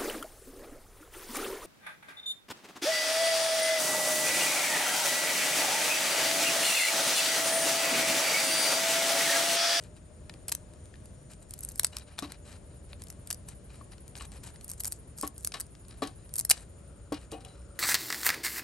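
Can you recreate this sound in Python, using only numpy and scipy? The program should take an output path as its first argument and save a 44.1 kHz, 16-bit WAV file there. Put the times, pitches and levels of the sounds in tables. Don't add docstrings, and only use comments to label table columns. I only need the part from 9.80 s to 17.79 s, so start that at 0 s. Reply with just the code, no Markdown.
import sys
import numpy as np
from scipy import signal
from scipy.fft import rfft, irfft, next_fast_len
from scipy.io import wavfile
from scipy.ndimage import uniform_filter1d, map_coordinates

SR = 44100
rng = np.random.default_rng(int(sys.argv[2]) if len(sys.argv) > 2 else 0)


def transcribe(signal):
    frames = np.atleast_2d(signal).T
    limited = np.clip(frames, -1, 1)
    pcm = np.round(limited * 32767).astype(np.int16)
    wavfile.write(sys.argv[1], SR, pcm)


N = 352359

# t/s, length/s, rasp level/dB, fizz level/dB
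STROKES = [(0, 0.074, -61.5, -62.5), (0.155, 0.026, -60, -62), (.672, 0.15, -83, -66),
           (1.494, 0.047, -60.5, -60), (1.614, .019, -61.5, -57), (1.694, 0.094, -67.5, -66),
           (1.806, 0.11, -65.5, -59), (1.936, 0.19, -80, -62), (2.119, 0.11, -56.5, -61.5),
           (2.265, 0.097, -59.5, -74), (2.375, .028, -47.5, -49), (2.491, 0.064, -54.5, -65),
           (2.645, 0.12, -57, -59), (2.896, 0.078, -68, -81), (3.087, 0.04, -61, -67),
           (3.193, 0.028, -60, -63), (3.26, .1, -74.5, -74), (3.454, 0.06, -67, -62),
           (3.673, .055, -57.5, -58.5), (3.895, .11, -62, -67), (4.11, 0.025, -53, -67),
           (4.255, 0.069, -74, -80), (4.354, 0.032, -54, -50), (4.396, 0.058, -52, -52.5),
           (4.517, 0.063, -57, -57.5), (4.626, 0.08, -57, -53.5), (4.735, 0.029, -61, -75),
           (4.797, .06, -69, -63), (4.879, 0.061, -68, -55), (4.972, 0.023, -68, -57),
           (5.041, 0.04, -53, -51), (5.103, 0.07, -72, -56), (5.372, 0.083, -66, -46.5),
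           (5.571, 0.082, -85, -58), (5.669, 0.026, -74, -61), (5.742, 0.032, -43, -55),
           (5.782, .034, -64, -58), (5.941, 0.057, -78, -73), (6.082, 0.096, -63, -76),
           (6.165, 0.038, -64, -61), (6.375, .14, -69, -78), (6.519, 0.12, -70, -63),
           (6.706, 0.13, -55, -54.5), (7.338, 0.042, -50.5, -64), (7.385, 0.063, -61, -62.5),
           (7.506, 0.035, -56, -51.5), (7.602, .02, -58, -62), (7.638, 0.19, -66, -73),
           (7.943, .05, -67, -66)]
# f/Hz, level/dB, t60/s (the time to fade by 60 dB)
STEEL_NOTES = [(1800, -11.5, .14), (2460, -8, .07), (2526, -11, .14), (2900, -2, .1), (3180, -6, .042),
               (3870, -6, .09), (3990, -2.5, .14), (4310, -9, .06), (4800, -10, .05), (5300, -12, .07)]


def amp(db):
    return 10 ** (np.asarray(db) / 20)


def unit(x):
    return x / np.sqrt(np.mean(x ** 2) + 1e-20)


def along(points, hz):
    f, values = np.transpose(points)
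    return np.interp(np.log(hz + 1), np.log(f + 1), values)


def curves(rows):
    times, *columns = np.transpose(rows)
    return [np.interp(np.arange(N) / SR, times, column) for column in columns]


def wobble(rate):
    return map_coordinates(rng.standard_normal(int(N * rate / SR) + 4), [np.arange(N) * rate / SR])


def filtered(x, response):
    size = next_fast_len(N + 8192)
    return irfft(rfft(x, size) * response(np.fft.rfftfreq(size, 1 / SR)), size)[..., :N]


def noise(spectrum, shape=N):
    return unit(filtered(rng.standard_normal(shape), lambda hz: amp(along(spectrum, hz))))


def narrow(hz, width_hz):
    slow = filtered(rng.standard_normal((2, N)), lambda f: np.exp(-(f / width_hz) ** 2))
    phase = 2 * np.pi * np.cumsum(hz * np.ones(N)) / SR
    return unit(slow[0] * np.cos(phase) + slow[1] * np.sin(phase))


def puffs(db, t60, rise_s, size):
    t = np.arange(size) / SR
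    return amp(db[:, None] - 60 * t / np.clip(t60, .002, .5)[:, None]) * (1 - np.exp(-t / rise_s))


def place(start, rows):
    at = np.maximum(np.round(start * SR).astype(int)[:, None] + np.arange(rows.shape[1]), 0)
    return np.bincount(at.ravel(), rows.ravel(), N + SR)[:N]


def ringing(hits, notes, rise_s, blur_hz, scatter_db=2.5):
    out, t = np.zeros(N + SR), np.arange(SR // 3) / SR
    for start, db, damping, favoured_hz, octave_loss_db in hits:
        drift = np.cumsum(rng.standard_normal((len(notes), len(t))), axis=1)
        drift *= np.sqrt(2 * np.pi * blur_hz / SR)
        ring = 0
        for (hz, note_db, t60), phase in zip(notes, drift):
            level = note_db + rng.normal(0, scatter_db) - octave_loss_db * np.log2(hz / favoured_hz) ** 2
            ring += amp(level - 60 * damping * t / t60) * np.sin(2 * np.pi * hz * t + phase)
        out[round(start * SR):][:len(t)] += amp(db) * ring * (1 - np.exp(-t / rise_s))
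    return out[:N]


def traffic_and_leaves():
    # f/Hz, level/dB
    spectrum = [(15, -51.5), (25, -18.5), (58, 2), (174, -9.5), (250, -15.5), (400, -17.5), (640, -22.5),
                (760, -29.5), (1350, -32.5), (1600, -34), (2300, -38), (5000, -42), (8200, -42),
                (10800, -34.5), (11600, -70), (16000, -110)]
    # f/Hz, likeness (1 = the same)
    likeness = [(60, .93), (130, .92), (290, .7), (640, .35), (3000, .45), (8000, .7)]

    def shares(hz):
        angle = np.arccos(np.clip(along(likeness, hz), -1, 1)) / 2
        return np.array([np.cos(angle), np.sin(angle)])

    middle, side = filtered(noise(spectrum, (2, N)), shares)
    swell = amp(.6 * wobble(4) + .8 * wobble(1.3))
    return amp(-49.5) * swell * np.array([middle + side, middle - side])


def hum():
    # t/s, f/Hz, level/dB
    course = [(0, 604, -66.5), (1.5, 607.8, -69), (3, 578, -67.5), (6, 564.3, -78.5), (7.99, 563, -62.5)]
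    hz, db = curves(course)
    return amp(db) * (narrow(hz, width_hz=18.4) + amp(-6) * narrow(hz * .84, width_hz=8.9))


def cicadas():
    # f/Hz, width/Hz, level/dB
    bands = [(7020, 350, -74), (9140, 480, -68)]
    return sum(amp(db + 2.6 * wobble(60) + .28 * wobble(4.4)) * narrow(hz, width)
               for hz, width, db in bands)


def katydid():
    # t/s, level/dB
    loudness = [(0, -66), (1, -63), (3.5, -55), (5, -52), (6, -54), (6.6, -53), (7.1, -59), (7.3, -74),
                (7.99, -64)]
    stroke_s = .08975
    since = (np.arange(N) / SR - .064) % stroke_s
    swell = (since / .026) ** 1.36 * np.exp(1.5 - 1.67 * since / .021)
    hz = 10450 - 1300 * since / .06
    wing = narrow(hz, width_hz=320) + amp(-6) * narrow(hz + 250, width_hz=720)
    return amp(curves(loudness)[0] + .7 * wobble(7.6)) * swell * wing


def scraping():
    # f/Hz, level/dB
    rasp_spectrum = [(500, 7), (1300, 7), (1900, 2), (2600, 1), (3400, -3.5), (4200, 0), (6000, -4.5),
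                     (9000, -53)]
    # f/Hz, level/dB
    fizz_spectrum = [(3000, -25), (5500, -9), (8000, 2), (10500, -1.5), (11500, -6), (12300, -35),
                     (16000, -42)]

    def steel(f, width_hz=110):
        return 1 + sum(amp(db + 7) * 1j * f * width_hz / (hz * hz - f * f + 1j * f * width_hz)
                       for hz, db, _ in STEEL_NOTES)

    start, length, rasp_db, fizz_db = np.transpose(STROKES)
    t = np.arange(SR // 4) / SR
    past_end = np.clip(t - length[:, None], 0, None)
    stroke = np.clip(t / .011, 0, 1) * amp(-4 * t / length[:, None] - 60 * past_end / .059)
    slips = wobble(220)
    rubbing = amp(2.5 * slips + 1.5 * wobble(40)) * noise(rasp_spectrum)
    rasp = unit(filtered(rubbing, steel))
    fizz = unit(amp(3 * slips + 1.5 * wobble(60)) * noise(fizz_spectrum))
    return (place(start, amp(rasp_db)[:, None] * stroke) * rasp
            + place(start, amp(fizz_db)[:, None] * stroke) * fizz)


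def small_breaks(per_second=47, spread_db=4, t60_ms=6.2):
    start, length, rasp_db, fizz_db = np.transpose(STROKES)[..., None]
    draws = -np.log(rng.random((len(STROKES), 2, 12)))
    wait, strength = draws[:, 0], draws[:, 1]
    since = np.cumsum(wait / per_second, axis=1)
    db = fizz_db + 10 + spread_db * strength - 200 * (since > length)
    columns = np.broadcast_arrays(start + np.minimum(since, length), db, rasp_db - fizz_db, t60_ms)
    return [column.ravel() for column in columns]


def shell_cracks():
    # t/s, level/dB, dull part above that level/dB, t60/ms
    breaks = [(0.4956, -37.5, 13.5, 9.1), (0.5393, -36.5, 13.5, 3.7), (0.6821, -25, -10, 21),
              (0.6907, -30.5, 5, 10), (.695, -23, -10, 5.7), (0.718, -22.5, -1.5, 19),
              (0.7229, -11.5, -3, 5.2), (0.7503, -18.5, -6, 5.9), (0.9362, -42, 1.5, 5.7),
              (1.0564, -41.5, 3, 4.9), (1.1405, -57, 16, 6), (1.156, -54.5, 14, 7),
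              (1.2561, -43.5, -4.5, 15), (1.5153, -40, -5, 6), (1.5347, -40, 3, 6), (1.6949, -41, -17, 4),
              (1.7084, -27.5, -10, 5.9), (1.7207, -49, -11, 4.5), (1.7375, -25.5, -9.5, 8.4),
              (1.763, -44, -13, 4), (1.7789, -42, -14, 9.8), (1.79, -28.5, -15, 6.4),
              (1.8076, -26, -32, 3.8), (1.8312, -33, -15, 8), (1.8348, -23.5, -21, 6.3),
              (1.849, -19, -42, 4.9), (1.878, -39, -12, 4), (1.8884, -22.5, -41, 7.3), (1.901, -33, -18, 4),
              (1.911, -42, -1, 10), (1.918, -37, -33, 20), (1.958, -27, -14, 5.2), (1.9783, -35, -18, 7),
              (1.9848, -28, -22, 4.3), (1.9959, -5.5, -5, 4.4), (2.0327, -23.5, -7, 12.5),
              (2.0458, -8, -5, 8.5), (2.067, -27, -14, 12), (2.168, -17, 0, 5.2), (2.1846, -26, -6, 5.5),
              (2.383, -40.5, 18, 8), (2.3893, -24.5, 12, 7.1), (2.3948, -31, -6, 12), (2.4235, -34, 1, 10),
              (2.5202, -31, 4, 7.9), (3.1313, -35, 24.5, 2.7), (3.2198, -32, -0.5, 8.3),
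              (3.238, -27, -35, 4.1), (3.2701, -35.5, 1.5, 5.2), (3.2844, -30.5, -21, 3.7),
              (3.3014, -30.5, -11, 11), (3.473, -30, -6, 7.8), (3.5033, -23.5, -4, 16),
              (3.5097, -23, -3.5, 11), (3.5274, -19, -19, 9.7), (3.5452, -21.5, -19, 3.2),
              (3.686, -36.5, -10, 24), (4.1198, -49, 6, 15), (4.181, -48.5, 14.5, 6.3),
              (4.2792, -36, -4, 7.3), (4.3537, -39.5, 18.5, 4.7), (4.3671, -33, 1, 5),
              (4.4092, -39, 19, 3.8), (4.424, -33, -8, 4.5), (4.635, -37.5, 3.5, 6), (4.639, -34, 2, 6.9),
              (4.673, -45.5, 4, 25), (4.6872, -52, 6, 21), (4.759, -48, 11.5, 9.9),
              (4.8103, -38.5, -3, 9.4), (4.8448, -32, -25, 11), (4.8805, -29, -26, 4),
              (4.8923, -28, -26, 5.4), (4.899, -21.5, -34, 5.5), (4.9047, -23, -29, 4),
              (4.915, -19.5, -13, 6.4), (4.9352, -24.5, -27, 3.7), (4.9977, -33, -13, 8),
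              (5.0023, -28, -26, 27), (5.0065, -25.5, -4.5, 6.6), (5.036, -18, -11, 3.6),
              (5.046, -17, -8, 5.7), (5.0541, -17, -10, 7.6), (5.067, -23, -21, 5.3), (5.073, -17, -23, 4),
              (5.0769, -18, -19, 4.3), (5.0803, -15.5, -35, 3.5), (5.1168, -30, -20, 4),
              (5.122, -21, -13, 11), (5.1287, -18, -28, 2.9), (5.3848, -31, -5.5, 11),
              (5.3992, -31, -19, 6.3), (5.4257, -23, -11, 6.3), (5.431, -33, 0, 7.8), (5.469, -33, -7, 6.6),
              (5.4758, -27, -12, 12), (5.5624, -55, 8, 10), (5.58, -26, -21, 5.9), (5.608, -37, -22, 6.7),
              (5.627, -38, -20, 4.8), (5.6476, -13, -11, 6.6), (5.667, -23, -17, 4.4),
              (5.673, -16.5, -13, 7.1), (5.7196, -38.5, 7, 16), (5.7394, -35, 7, 30),
              (5.8, -14.5, -13, 3.7), (5.8057, -16.5, -13, 4.7), (5.8113, -22, -10, 5.5),
              (5.866, -39.5, -11, 5.4), (5.9511, -47, 11, 7.4), (6.0506, -53, 16, 5.5),
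              (6.0828, -40, -19, 6.8), (6.108, -50.5, 9, 19), (6.2201, -38, 5, 29), (6.272, -38.5, 2, 27),
              (6.4924, -41, -1, 6.5), (6.5393, -19, -19, 4.2), (6.5566, -22, -11, 9.1),
              (6.5643, -21, -12, 6.3), (6.581, -14.5, -23, 2.9), (6.584, -12.5, -27, 6.6),
              (6.5924, -10, -56, 7.6), (6.5981, -17.5, -15, 8.6), (6.61, -13.5, -19, 3.7),
              (6.6501, -12, -42, 6.9), (6.694, -22, -12, 14), (6.699, -3.5, -16, 6.5),
              (6.7067, -9, -11.5, 20), (6.7096, -7, -5.5, 10), (6.7126, -7.5, -8, 11.6),
              (6.777, -35.5, 11, 6), (7.3234, -34, 0, 11), (7.3424, -43, 6, 29), (7.516, -43, 3, 23),
              (7.5224, -33.5, -20, 6), (7.649, -34.5, -3, 10)]
    # f/Hz, level/dB
    thin_shell = [(1800, -6.5), (3000, -22), (4500, -2), (7000, -6.5), (9000, 0.5), (11000, 6.5),
                  (12500, -6), (13800, -19), (15300, -9.5), (16500, -55)]
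    # f/Hz, level/dB
    thick_shell = [(300, -19), (600, -3), (1400, -5.5), (2600, -3), (4200, -0.5), (5500, -2.5), (9000, -76)]
    start, db, dull_db, t60_ms = np.hstack([np.transpose(breaks), small_breaks()])
    size, t60 = 2048, t60_ms / 1000
    hz = np.fft.rfftfreq(size, 1 / SR)
    splinter_hz = 7360 * 2 ** (-dull_db / 108)
    colour_db = 14 * np.exp(-(np.log((hz + 1) / splinter_hz[:, None]) / .61) ** 2)
    colour_db += 10.6 * uniform_filter1d(rng.standard_normal(colour_db.shape), size=9, axis=1)
    treble_db = 1.2 * np.minimum(db - .4 * dull_db + 23, 0)
    colour_db += treble_db[:, None] * np.clip((hz - 11000) / 1500, 0, 1)
    grit = irfft(rfft(rng.standard_normal((len(start), size))) * amp(along(thin_shell, hz) + colour_db))
    grit /= grit.std(axis=1, keepdims=True)
    bright = puffs(db, t60, rise_s=.00041, size=size)
    trail = puffs(db - 20.5, t60 * 3.4, rise_s=.0009, size=size)
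    dull = puffs(db + dull_db, t60, rise_s=.0018, size=size)
    creak = puffs(db - 21, np.full_like(start, .008), rise_s=1e-5, size=size)[:, ::-1]
    return (place(start - size / SR, creak * grit) + place(start, (bright + trail) * grit)
            + place(start, dull) * noise(thick_shell))


def blade_knocks():
    # t/s, level/dB, damping (higher fades faster), favoured f/Hz
    knocks = [(0.4955, -31, 4.6, 1840), (1.14, -31, 11, 1770), (1.154, -39, 11, 1770),
              (2.13, -44.5, 2.8, 3600), (2.208, -50, 1.6, 3600), (2.425, -41, 2.6, 4000),
              (2.446, -39, 2.7, 3600), (3.13, -40, 5.8, 2340), (4.397, -45.5, 0.81, 2620),
              (5.744, -35, 2, 3080), (6.224, -36.5, 1.5, 4000), (6.251, -43, 1.6, 3200),
              (6.274, -45, 1.8, 4500), (6.7126, -9, 8, 2630), (7.343, -46, 1.2, 2380),
              (7.509, -54, 2.5, 2700), (7.53, -42, 1.2, 2740), (7.551, -51, 0.51, 2320),
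              (7.601, -62, .87, 4100), (7.647, -48.5, 1.3, 2940), (7.682, -60, 0.42, 3950)]
    octave_loss_db = 45
    return ringing([(*knock, octave_loss_db) for knock in knocks], STEEL_NOTES, rise_s=.00077, blur_hz=12)


def thuds():
    # t/s, level/dB, slap above that level/dB, damping, favoured f/Hz, loss an octave away/dB
    landings = [(.544, -49, -19, 1.4, 500, 11), (2.423, -36.5, -6.5, 1, 455, 2.5),
                (4.011, -42.5, -19, 4, 1050, 3), (4.408, -37.5, -16, 2.3, 1050, 7),
                (5.432, -27, -15.5, 1.43, 515, 3), (5.739, -43, -3.5, .86, 1100, 7),
                (6.221, -27.5, -10.5, 0.99, 640, 4), (7.321, -26.5, -13.5, 1.58, 445, 5.5),
                (7.522, -34.5, -23, 0.65, 520, 14), (7.538, -32, -47, .8, 656, 42),
                (7.656, -42, -16, 0.91, 650, 31)]
    # f/Hz, level/dB, t60/s
    table_notes = [(291, 4.5, 0.15), (436.7, -3, 0.088), (546, -4.5, 0.046), (711, -9, 0.1),
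                   (770, -13, 0.21), (924, -28, 0.29), (1102, -12.5, 0.071), (1119, 0, 0.13),
                   (1747, -9.5, 0.14), (2326, -28, 0.3), (2930, -22.5, 0.12), (4370, -14, 0.15),
                   (4570, -19.5, 0.072)]
    # f/Hz, level/dB
    leaf_spectrum = [(300, -35), (900, 9.5), (1500, 3), (2500, 2.5), (4400, 3), (7000, -7), (11500, -2),
                     (13000, -66)]
    start, db, slap_db, damping, favoured_hz, octave_loss_db = np.transpose(landings)
    slaps = place(start, puffs(db + slap_db, .2 / damping, rise_s=.004, size=9000))
    rustle = amp(3 * wobble(200))
    hits = zip(start, db, damping, favoured_hz, octave_loss_db)
    table = ringing(hits, table_notes, rise_s=.0011, blur_hz=19)
    return table + slaps * rustle * noise(leaf_spectrum)


def whistles(fade_s=.0096):
    # t/s, length/s, first f/Hz, last f/Hz, level/dB
    glides = [(.93, .18, 5200, 6250, -77), (1.1, .13, 6250, 6040, -77), (1.22, .12, 6040, 6150, -78),
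              (1.36, .16, 5600, 6060, -77), (1.64, .08, 5420, 5480, -79), (4.468, .06, 5300, 5650, -75),
              (4.583, .05, 5700, 5220, -78), (7.66, .22, 5300, 5400, -77), (7.89, .12, 4950, 5020, -81)]
    out, t = np.zeros(N), np.arange(N) / SR
    waver_hz = 30 * wobble(90)
    for start, length, first_hz, last_hz, db in glides:
        progress = np.clip((t - start) / length, 0, 1)
        hz = first_hz + (last_hz - first_hz) * np.sin(np.pi / 2 * progress)
        fade = np.clip(np.minimum(t - start, start + length - t) / fade_s, 0, 1)
        out += fade * amp(db) * np.sin(2 * np.pi * np.cumsum(hz + waver_hz) / SR)
    return out


def drone():
    # t/s, level/dB
    loudness = [(0, -106), (6.7, -88), (7, -74.5), (7.99, -68.5)]
    return amp(curves(loudness)[0]) * narrow(1320, width_hz=250)


def echoes(x, t60_scale, gap_s):
    # f/Hz, t60/s
    fade_times = [(300, 0.4), (2000, 0.21), (6000, 0.18), (12000, 0.08)]
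    hz, t, spectra = signal.stft(rng.standard_normal((2, SR // 2)), SR, nperseg=64)
    fade = amp(-60 * t / t60_scale / along(fade_times, hz)[:, None])
    tail = signal.istft(spectra * fade, SR, nperseg=64)[1]
    delayed = np.pad(x, (round(gap_s * SR), 0))
    return signal.fftconvolve(delayed[None], tail / np.linalg.norm(tail[0]), axes=1)[:, :N]


def scene():
    cutting = shell_cracks() + thuds() + blade_knocks() + scraping()
    far = cicadas() + katydid() + drone() + whistles()
    quick_echoes = amp(-20.5) * echoes(cutting, t60_scale=.12, gap_s=.0002)
    slow_echoes = echoes(amp(-17.5) * cutting + amp(-38) * far, t60_scale=.7, gap_s=.004)
    return cutting + far + quick_echoes + slow_echoes + traffic_and_leaves() + hum()


def record(dry):
    # f/Hz, level/dB
    left_over_right = [(60, 0), (200, 2.5), (400, 0), (700, 9), (1300, 5), (2400, 7), (5500, 4),
                       (7600, 6.5), (8600, 0), (15000, 0)]
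    top_hz = 16700
    half = np.array([[.5], [-.5]])

    def response(hz):
        lag_radians = -.7 * hz / (hz + 900) + 1.9 * np.clip(hz - 8380, 0, None) / 1000
        gain = amp(half * along(left_over_right, hz)) / (1 + (hz / top_hz) ** 400)
        return gain * np.exp(-1j * half * lag_radians)

    return filtered(dry, response)


dry = scene()
out = record(dry)
transcribe(out)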